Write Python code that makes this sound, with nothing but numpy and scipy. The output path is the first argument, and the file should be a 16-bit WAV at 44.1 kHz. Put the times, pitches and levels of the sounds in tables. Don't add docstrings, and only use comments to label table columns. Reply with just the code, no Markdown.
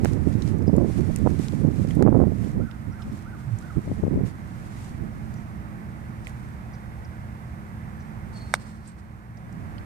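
import sys
import numpy as np
from scipy import signal
from scipy.fft import rfft, irfft, next_fast_len
from scipy.io import wavfile
from scipy.ndimage import uniform_filter1d, minimum_filter1d, map_coordinates

SR = 44100
rng = np.random.default_rng(int(sys.argv[2]) if len(sys.argv) > 2 else 0)


def master(y):
    cut = np.clip(np.atleast_2d(y).T, -1, 1)
    pcm = np.round(cut * 32767)
    wavfile.write(sys.argv[1], SR, pcm.astype(np.int16))


N = 434385


def amp(db):
    return 10 ** (np.asarray(db) / 20)


def unit(x):
    return x / np.sqrt(np.mean(x ** 2) + 1e-20)


def along(points, hz):
    f, value = np.transpose(points)
    return np.interp(np.log(hz + 1), np.log(f + 1), value)


def curve(rows):
    return np.interp(np.arange(N) / SR, *np.transpose(rows))


def wobble(rate):
    knots = rng.standard_normal(int(N * rate / SR) + 4)
    return map_coordinates(knots, [np.arange(N) * rate / SR])


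def filtered(x, response):
    size = next_fast_len(N + SR // 2)
    spectrum = rfft(x, size) * response(np.fft.rfftfreq(size, 1 / SR))
    return irfft(spectrum, size)[..., :N]


def noise(colour):
    return unit(filtered(rng.standard_normal(N), lambda hz: amp(along(colour, hz))))


def causal(gain, size=1024):
    cepstrum = irfft(np.log(gain(np.fft.rfftfreq(size, 1 / SR))))
    cepstrum[1:size // 2] *= 2
    cepstrum[size // 2 + 1:] = 0
    return irfft(np.exp(rfft(cepstrum)))


def add(track, s, sound):
    part = track[..., round(s * SR):][..., :sound.shape[-1]]
    part += sound[..., :part.shape[-1]]


def swells(rows, base_db, edge):
    power = np.zeros(N) + amp(base_db) ** 2
    for s, length, db in rows:
        first = max(0, int((s - 2 * length) * SR))
        last = min(N, int((s + 2 * length) * SR))
        near = np.arange(first, last)
        power[near] += amp(db) ** 2 * .5 ** (np.abs(2 * (near / SR - s) / length) ** edge)
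    return 10 * np.log10(power)


# f/Hz, level/dB
PORT_DIFFERENCE = [(100, 3.5), (1000, 4), (1500, 7.5), (2200, 11), (3000, 5.5), (3700, -8.5), (5600, 4),
                   (6800, -1), (8500, 21), (10000, 10), (12000, 16), (15000, 14)]


def ports(x, lag_s=0):
    left = causal(lambda hz: 2 / (1 + amp(along(PORT_DIFFERENCE, hz))))
    right = causal(lambda hz: 2 / (1 + amp(-along(PORT_DIFFERENCE, hz))))
    late = filtered(x, lambda hz: np.exp(-2j * np.pi * hz * lag_s))
    return np.array([signal.fftconvolve(x, left)[:N], signal.fftconvolve(late, right)[:N]])


def trees(x, t60, wet_db):
    t = np.arange(SR) / SR
    build_up = 1 - np.exp(-t / 0.019)
    tail = rng.standard_normal(len(t)) * amp(-60 * t / t60) * build_up
    return x + amp(wet_db) * signal.fftconvolve(x, tail / np.linalg.norm(tail))[:N]


# f/Hz, level/dB per Hz
RUMBLE_COLOUR = [(20, -8.5), (45, -7.5), (90, 3), (190, -0.5), (300, -9.5), (480, -26.5), (900, -65),
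                 (2000, -70), (5000, -99)]
# f/Hz, level/dB per Hz
BURST_COLOUR = [(80, -43), (200, 8.5), (330, 4.5), (520, -6), (1000, -23), (1500, -35), (2300, -71),
                (5000, -95)]
BURST_DB, BURST_RATE = 5, 115


def buffet(db, gust_db, brighten, stall):
    rumble_db = db - stall * np.maximum(db + 13.5, 0)
    rumble = amp(rumble_db) * noise(RUMBLE_COLOUR)
    bursts = unit(noise(BURST_COLOUR) * amp(BURST_DB * np.tanh(wobble(BURST_RATE))))
    return rumble + amp(db + gust_db + brighten * (db + 18.0)) * bursts


# t/s of the peak, length/s, level/dB, port (0 left, 1 right)
PORT_GUSTS = [(0.11, 0.064, -24.5, 1), (0.163, 0.028, -21, 1), (0.269, 0.033, -21, 1), (0.307, .03, -27, 1),
              (0.44, 0.073, -26.5, 1), (0.537, 0.08, -23, 1), (0.608, 0.036, -19.5, 1),
              (0.686, 0.022, -16, 1), (0.806, 0.086, -15.5, 1), (0.878, 0.026, -21, 1),
              (0.997, 0.064, -20, 1), (1.104, 0.039, -17.5, 1), (1.252, 0.067, -17.5, 1),
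              (1.323, 0.045, -21, 1), (1.4, 0.011, -18.5, 1), (1.538, 0.027, -22.5, 1),
              (1.657, 0.098, -18, 1), (1.804, .04, -19.5, 1), (1.885, 0.067, -22, 1), (1.9, .16, -38, 0),
              (2.029, 0.088, -13.5, 1), (2.192, 0.15, -14.5, 1), (2.437, 0.12, -22.5, 1),
              (2.567, 0.049, -30.5, 0), (2.598, 0.068, -18, 1), (2.89, 0.031, -27.5, 1),
              (3.082, 0.033, -30, 0), (3.133, 0.019, -25.5, 1), (3.772, 0.012, -18.5, 1),
              (3.897, 0.052, -26.5, 0), (3.932, 0.033, -28.5, 1), (3.991, 0.024, -22.5, 1),
              (4.034, 0.013, -17.5, 0), (4.134, 0.048, -19, 1), (4.178, 0.041, -25, 0),
              (4.238, 0.066, -23, 1), (5.033, 0.067, -27, 1)]
# t/s, level/dB
WINDWARD_BREEZE = [(0.0, -20), (2.5, -29), (2.75, -37.5), (4.6, -37), (5.3, -33.5), (5.5, -38.5),
                   (6.25, -39), (7.4, -53), (8.2, -37.5), (9.2, -57), (9.6, -32.5), (9.85, -42)]
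LEE_DB, GUST_EDGE = -52.5, 2.07


def gusts():
    on_left = [gust[:-1] for gust in PORT_GUSTS if gust[-1] < .5]
    on_right = [gust[:-1] for gust in PORT_GUSTS if gust[-1] > .5]
    left = swells(on_left, LEE_DB, GUST_EDGE)
    right = swells(on_right, curve(WINDWARD_BREEZE), GUST_EDGE)
    return np.array([buffet(left, gust_db=-5.5, brighten=0.068, stall=.3),
                     buffet(right, gust_db=-7.0, brighten=0.96, stall=1.0)])


# t/s, peak level/dB before the port's band, width f/Hz, port (0 left, 1 right)
STRONG_EDDIES = [(0.0349, -5, 204, 1), (0.0474, -6, 506, 1), (0.0571, -6.5, 443, 1), (.273, -2, 202, 1),
                 (0.354, -0.5, 149, 1), (.373, -10, 147, 1), (0.68, 0, 258, 1), (.696, -6, 348, 1),
                 (0.7315, 0.5, 219, 1), (.74, -1.5, 274, 1), (.752, -2.5, 220, 1), (0.782, 3.5, 250, 1),
                 (0.812, -7.5, 387, 1), (0.8223, -3.5, 258, 1), (.846, -7.5, 360, 1), (.901, -15, 380, 1),
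                 (1.016, -7, 140, 1), (1.099, -12, 237, 1), (1.2631, -2, 463, 1), (1.2732, -0.5, 596, 1),
                 (1.397, -7, 230, 1), (1.536, -12, 330, 1), (1.65, -1, 226, 1), (1.687, -2, 210, 1),
                 (1.849, -11, 338, 1), (1.97, -1, 227, 1), (1.9951, -3.5, 260, 1), (2.009, 0, 342, 1),
                 (2.0249, 2, 415, 1), (2.03, -9, 437, 1), (2.052, 3, 200, 1), (2.0641, 0.5, 390, 1),
                 (2.0755, -2, 684, 1), (2.0834, 1, 400, 1), (2.091, 1, 230, 1), (2.127, -8, 580, 1),
                 (2.147, -4, 455, 1), (2.154, -0.5, 383, 1), (2.165, -1.5, 340, 1), (2.192, -3, 330, 1),
                 (2.2019, 0.5, 403, 1), (2.2163, -1.5, 430, 1), (2.2255, -9, 380, 1), (2.2378, -2, 410, 1),
                 (2.2709, -2, 227, 1), (2.28, -10.5, 294, 1), (2.321, -10.5, 310, 1), (3.7711, -6, 190, 1),
                 (3.782, -5, 164, 1), (3.791, -9, 169, 1), (3.8772, -14, 298, 0), (3.9159, -8.5, 304, 0),
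                 (4.037, -4.5, 315, 0), (4.0516, -6.5, 180, 0), (4.067, -11, 346, 0),
                 (4.0799, -5.5, 264, 0), (4.141, -13, 270, 1), (4.1596, -5.5, 200, 0),
                 (4.1755, -5.5, 238, 0), (4.207, -13, 330, 1), (4.213, -5.5, 190, 1), (4.2356, -4, 140, 1)]
SHRED_S, SHRED_DB = .003, -12.5
POP_LOW_HZ, POP_HIGH_HZ = 92, 1520


def eddy_pops():
    t = np.arange(-SR // 100, SR // 100) / SR
    pops = np.zeros((2, N))
    for s, db, hz, port in STRONG_EDDIES:
        u = (np.pi * hz * t) ** 2
        hump = amp(db) * (1 - u) / (1 + u) ** 2
        before, after = rng.uniform(.5, 1.5, 2) * SHRED_S
        for delay, size in [(0, 1), (-before, amp(SHRED_DB)), (after, amp(SHRED_DB))]:
            add(pops[int(port > .5)], s + t[0] + delay, rng.choice([-1, 1]) * size * hump)
    low_cut = signal.butter(2, POP_LOW_HZ, "highpass", fs=SR, output="sos")
    rounding = signal.butter(5, POP_HIGH_HZ, fs=SR, output="sos")
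    return signal.sosfilt(rounding, signal.sosfilt(low_cut, pops))


def wind():
    return np.tanh(gusts() + eddy_pops())


# f/Hz, level/dB per Hz
DISTANCE_COLOUR = [(15, -66), (25, -21), (64, 3), (119, -1.5), (184, -2), (221, -12), (240, -10),
                   (289, -17), (320, -18.5), (347, -18.5), (454, -22), (743, -18), (1490, -22),
                   (2030, -25.5), (3400, -45), (4420, -63), (7480, -120)]
# f/Hz, level/dB
ENGINE_DRONES = [(118.4, -45), (215.3, -47.5), (323, -58.5)]
# t/s, level/dB
FAR_LEVEL = [(0, -37.5), (2.7, -40), (4.5, -38.5), (6, -38), (7.4, -38.5), (8.2, -37.5), (8.7, -38),
             (9.2, -38), (9.8, -37.5)]
# f/Hz, level/dB per Hz
HISS_COLOUR = [(1500, -20), (3000, 0), (6000, -2.5), (7500, -4), (8500, -1), (10000, -5.5), (14500, -5.5)]


def background():
    level = amp(curve(FAR_LEVEL))
    drone = np.zeros(N)
    for hz, db in ENGINE_DRONES:
        loudness = amp(db + 1.8 * wobble(5.5)) * np.sqrt(2)
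        drone += loudness * np.sin(2 * np.pi * np.cumsum(hz + 3 * wobble(14)) / SR)
    road = ports(amp(-1.5) * level * noise(DISTANCE_COLOUR) + drone, lag_s=0.00041)
    apart = np.array([ports(noise(DISTANCE_COLOUR))[0], ports(noise(DISTANCE_COLOUR))[1]])
    diffuse = amp(-5) * level * apart
    hiss = amp(-62.5) * np.array([noise(HISS_COLOUR), noise(HISS_COLOUR)])
    return road + diffuse + hiss


SNAP_RATE, SNAP_S = 24, .0005
SNAP_DB, SNAP_SPREAD_DB = 9, 5
RUB_EDGE = 1.7


def rubbing(strokes, colour, base_db, grain_db):
    snap_sizes = amp(SNAP_DB + SNAP_SPREAD_DB * rng.uniform(-1.1, 1, N))
    snaps = (rng.random(N) < SNAP_RATE / SR) * snap_sizes
    crackle = signal.lfilter([1], [1, -np.exp(-1 / (SNAP_S * SR))], snaps)
    grains = amp(grain_db * wobble(700) + 1.47 * wobble(45)) * (1 + crackle)
    sides = np.array([unit(grains * noise(colour)), unit(grains * noise(colour))])
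    return amp(swells(strokes, base_db, RUB_EDGE)) * sides


# t/s of the peak, length/s, level/dB
WALK_BRUSHES = [(0.07, 0.045, -45), (0.131, 0.02, -50), (0.311, 0.071, -51), (0.459, 0.078, -50.5),
                (0.967, 0.15, -49.5), (1.165, 0.13, -52), (1.297, 0.028, -47.5), (1.35, 0.046, -50.5),
                (1.44, 0.077, -46), (1.561, 0.093, -51), (1.78, 0.094, -51.5), (1.924, 0.075, -49.5),
                (2.457, 0.062, -51), (3.021, 0.036, -57.5), (3.148, 0.098, -55.5), (3.407, 0.045, -58),
                (3.606, 0.13, -58.5), (3.886, 0.23, -56.5), (4.281, 0.031, -50), (4.619, 0.26, -58.5),
                (4.828, 0.15, -53), (5.323, 0.2, -60.5), (6.285, 0.04, -56), (6.376, 0.25, -62.5)]
# t/s, level/dB
CLOTHES_RUB = [(0, -58), (1.9, -63), (2.05, -67), (2.35, -58.5), (2.7, -68.5), (7, -80)]
# f/Hz, level/dB per Hz
GRASS_COLOUR = [(800, 3), (2000, 4), (3200, -2), (5000, -2.5), (7000, -2.5), (8800, -3), (10500, -7.5),
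                (14500, -18)]


def steps():
    rub = rubbing(WALK_BRUSHES, GRASS_COLOUR, base_db=curve(CLOTHES_RUB), grain_db=0.5)
    return rub * amp([[-1], [1]])


# t/s, peak level/dB before trim and panning, centre f/Hz and Q before limits, t60/s, left over right level/dB
SMALL_CLICKS = [(0.0488, -21.5, 10000, 1.2, 0.003, -13), (0.0474, -23, 4800, 1.3, 0.003, -8),
                (0.0474, -19.5, 1450, 1.1, 0.0081, -4.5), (0.0559, -20.5, 1550, 1.8, 0.0064, -13),
                (.0568, -34, 4800, 1.6, 0.009, -1), (.1228, -35, 9500, 0.76, .005, -3),
                (.1335, -30, 6000, 0.99, .012, -2), (0.4215, -28.5, 4550, 1.4, 0.022, -6),
                (.586, -36, 7500, 1.2, .004, -4), (.6238, -38, 6000, 1.2, .004, -4),
                (.4754, -35, 4480, 1.2, 0.026, -8), (.7646, -33, 8000, 1.5, 0.015, -1),
                (1.1612, -17.5, 8100, 1.9, 0.0065, -1.5), (1.1605, -31, 2400, 1.4, .006, 0),
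                (1.187, -37, 8000, 1.2, .015, -3), (1.484, -23, 4650, 0.99, 0.0051, 4),
                (1.908, -27, 2180, 1.5, 0.0086, -13), (1.952, -30.5, 10100, 1.7, 0.011, -6),
                (2.025, -26, 6300, 1.3, 0.0062, -9), (2.0244, -21, 1570, 2.3, 0.0056, -5),
                (2.712, -44.5, 3100, 1.3, .026, -20), (3.02, -43, 3160, 2.3, 0.043, -11),
                (3.587, -31.5, 7400, 1.8, 0.021, 4), (5.3393, -41, 6200, 1.1, .03, 1),
                (6.247, -42, 5000, 1.6, 0.045, -2), (6.27, -24.5, 2140, 2.8, 0.008, -9),
                (6.27, -38, 8400, 7.7, 0.013, -10), (6.276, -40, 8240, 1.2, 0.028, -12),
                (8.875, -33.5, 8100, 5.5, 0.074, -10), (9.371, -45, 5400, 1.8, .05, -3),
                (9.526, -41, 6500, 2.6, .018, -6), (9.781, -41, 4420, 5.8, 0.023, 0),
                (9.781, -40, 2900, 3.4, .016, -3)]


def ticks():
    out = np.zeros((2, N))
    t = np.arange(SR // 8) / SR
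    for s, db, hz, q, t60, pan_db in SMALL_CLICKS:
        b, a = signal.iirpeak(min(hz, SR / 3), max(q, .8), fs=SR)
        burst = rng.standard_normal((2, len(t))) * amp(-60 * t / t60)
        snap = signal.lfilter(b, a, signal.lfilter(b, a, burst))
        snap = snap / np.abs(snap).max()
        add(out, s, amp(db - 2.5) * snap * amp([[pan_db / 2], [-pan_db / 2]]))
    return out


# t/s, mean f/Hz, level/dB before trim and flutter, length/s, warble as a share of f
SMALL_BIRD_NOTES = [(0.67, 5100, -46, 0.021, 0.047), (2.915, 5300, -59, 0.025, 0.089),
                    (3.013, 5450, -53, 0.023, 0.05), (5.358, 6000, -57, .03, 0.065),
                    (6.729, 5320, -56, 0.031, 0.12), (7.044, 5700, -52, 0.014, 0.064),
                    (7.989, 5600, -58, 0.043, 0.14), (8.88, 1650, -42, 0.013, 0.022)]


def chips():
    out = np.zeros(N)
    for s, hz, db, length, warble in SMALL_BIRD_NOTES:
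        u = np.linspace(0, 1, int(length * SR))
        pitch = hz * (1 + .03 * (.5 - u) + warble * wobble(1100)[:len(u)])
        flutter = amp(3 * wobble(120)[:len(u)])
        note = np.sin(np.pi * u) * np.sin(2 * np.pi * np.cumsum(pitch) / SR)
        add(out, s, amp(db - 2.0) * flutter * note)
    return out


# t/s, top f/Hz before warble, level/dB before swell and flutter
ARCHED_CALLS = [(2.592, 1547, -50), (2.902, 1560, -50.5), (3.242, 1542, -48.5), (3.601, 1538, -48)]
CALL_S, CALL_DROP, ECHO_S = .133, .32, .055
CALL_FLUTTER_DB = 2.5


def arched_calls():
    out = np.zeros(N)
    u = np.linspace(0, 1, int(CALL_S * SR))
    arch = 1 - CALL_DROP * (1 - np.sin(np.pi * u ** .9))
    swell = np.interp(u, [0, .18, .4, .62, .79, 1], [0, .9, .65, .6, 1.35, 0])
    for s, hz, db in ARCHED_CALLS:
        pitch = hz * (arch + .03 * wobble(420)[:len(u)])
        level = amp(db + CALL_FLUTTER_DB * wobble(127)[:len(u)]) * swell
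        call = level * np.sin(2 * np.pi * np.cumsum(pitch) / SR)
        add(out, s, call)
        add(out, s + ECHO_S, amp(-7.5) * call)
    return out


def birds():
    return ports(trees(chips() + arched_calls(), t60=.9, wet_db=-10))


# t/s of the peak, length/s, level/dB at the right
GRIP_THRUMS = [(3.515, 0.099, -25)]
# f/Hz, level/dB per Hz
CASING_COLOUR = [(60, -24), (105, 3), (145, -5), (220, -24), (450, -62), (1000, -100)]


def thrum():
    level = amp(swells(GRIP_THRUMS, base_db=-100, edge=4.3))
    return level * noise(CASING_COLOUR) * amp([[-18], [0]])


# t/s, f/Hz, level/dB
WHISTLE_PATH = [(8.332, 4540, -66), (8.358, 4450, -53), (8.381, 4370, -47), (8.391, 4350, -65),
                (8.4, 4370, -55), (8.434, 4360, -50), (8.448, 4280, -61), (8.49, 4330, -66)]
WHISTLE_WARBLE, WHISTLE_FLUTTER_DB = .023, 2


def whistle():
    t = np.arange(N) / SR
    s, hz, db = np.transpose(WHISTLE_PATH)
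    pitch = np.interp(t, s, hz) * (1 + WHISTLE_WARBLE * wobble(700))
    level = np.interp(t, s, db, left=-120, right=-120) + WHISTLE_FLUTTER_DB * wobble(110)
    note = amp(level) * np.sin(2 * np.pi * np.cumsum(pitch) / SR)
    return ports(trees(note, t60=2.2, wet_db=-7.5))


# t/s of the peak, length/s, level/dB
SWING_SWISHES = [(8.337, 0.01, -56), (8.38, 0.026, -52.5), (8.425, 0.027, -60), (8.49, 0.066, -59),
                 (8.55, 0.015, -43.5), (8.615, 0.028, -54.5), (8.688, 0.045, -53.5), (8.76, 0.054, -61),
                 (8.88, 0.038, -51.5), (8.993, 0.017, -56.5)]
# f/Hz, level/dB per Hz
SWISH_COLOUR = [(800, 5), (2000, -0.5), (3200, -3), (5000, 1), (7000, -4.5), (8600, 3), (10500, -16),
                (14500, -34)]


def swing():
    return rubbing(SWING_SWISHES, SWISH_COLOUR, base_db=-100, grain_db=1.0) * amp([[0], [3]])


# f/Hz, relative level/dB
CLICK_COLOUR = [(100, -37), (400, -2.5), (570, 4), (1400, 5), (2300, 2.5), (2700, -11), (4000, -15),
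                (6000, -30), (8500, -3.5), (10000, -35), (14500, -39)]
# f/Hz, level/dB before the ring builds up, t60/s
IRON_MODES = [(1500, -24, .022), (2260, -27, .016), (3740, -18, .012), (4850, -22, .012), (5540, -17, .012),
              (7650, -27, .01), (8500, -17.5, .015), (9000, -24, .008)]
# t/s, starting level/dB, t60/s
AFTER_CONTACTS = [(8.5422, -23, .007), (8.5506, -26.5, .007), (8.5515, -36, .018)]
STRIKE_S = 8.53947
CONTACT_S, GROUND_S, RING_RISE_S = .000345, .00137, .00005


def strike():
    t = np.arange(SR // 10) / SR
    click = causal(lambda hz: amp(along(CLICK_COLOUR, hz)), size=len(t))
    blow = amp(-6.5) * click / np.abs(click).max()
    ring = sum(amp(db - 60 * t / t60) * np.sin(2 * np.pi * hz * t) for hz, db, t60 in IRON_MODES)
    hit = ring * (1 - np.exp(-t / RING_RISE_S)) - blow
    add(hit, CONTACT_S, blow)
    out = np.zeros(N)
    add(out, STRIKE_S, hit)
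    add(out, STRIKE_S + GROUND_S, amp(-9) * hit)
    for s, db, t60 in AFTER_CONTACTS:
        add(out, s, amp(db - 60 * t / t60) * noise(SWISH_COLOUR)[:len(t)])
    return ports(trees(out, t60=0.91, wet_db=-41))


def scene():
    near_camera = wind() + steps() + ticks() + thrum()
    farther_off = background() + birds() + whistle() + swing() + strike()
    return near_camera + farther_off


def gain_control(x, depth_db, hold_s, glide_s):
    treble = np.abs(filtered(x, lambda hz: hz > 1000)).max(axis=0)
    need_db = np.clip(-8 - 20 * np.log10(treble + 1e-9), -depth_db, 0)
    hold, glide = int(hold_s * SR), int(glide_s * SR)
    held_db = minimum_filter1d(need_db, hold, origin=(hold - 1) // 2)
    return x * amp(uniform_filter1d(held_db, glide, origin=(glide - 1) // 2))


TOP_HZ = 14750


def record(dry):
    loud = np.clip(gain_control(dry, depth_db=5.0, hold_s=0.76, glide_s=0.35), -1, 1)
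    return filtered(loud, lambda hz: hz < TOP_HZ)


dry = scene()
out = record(dry)
master(out)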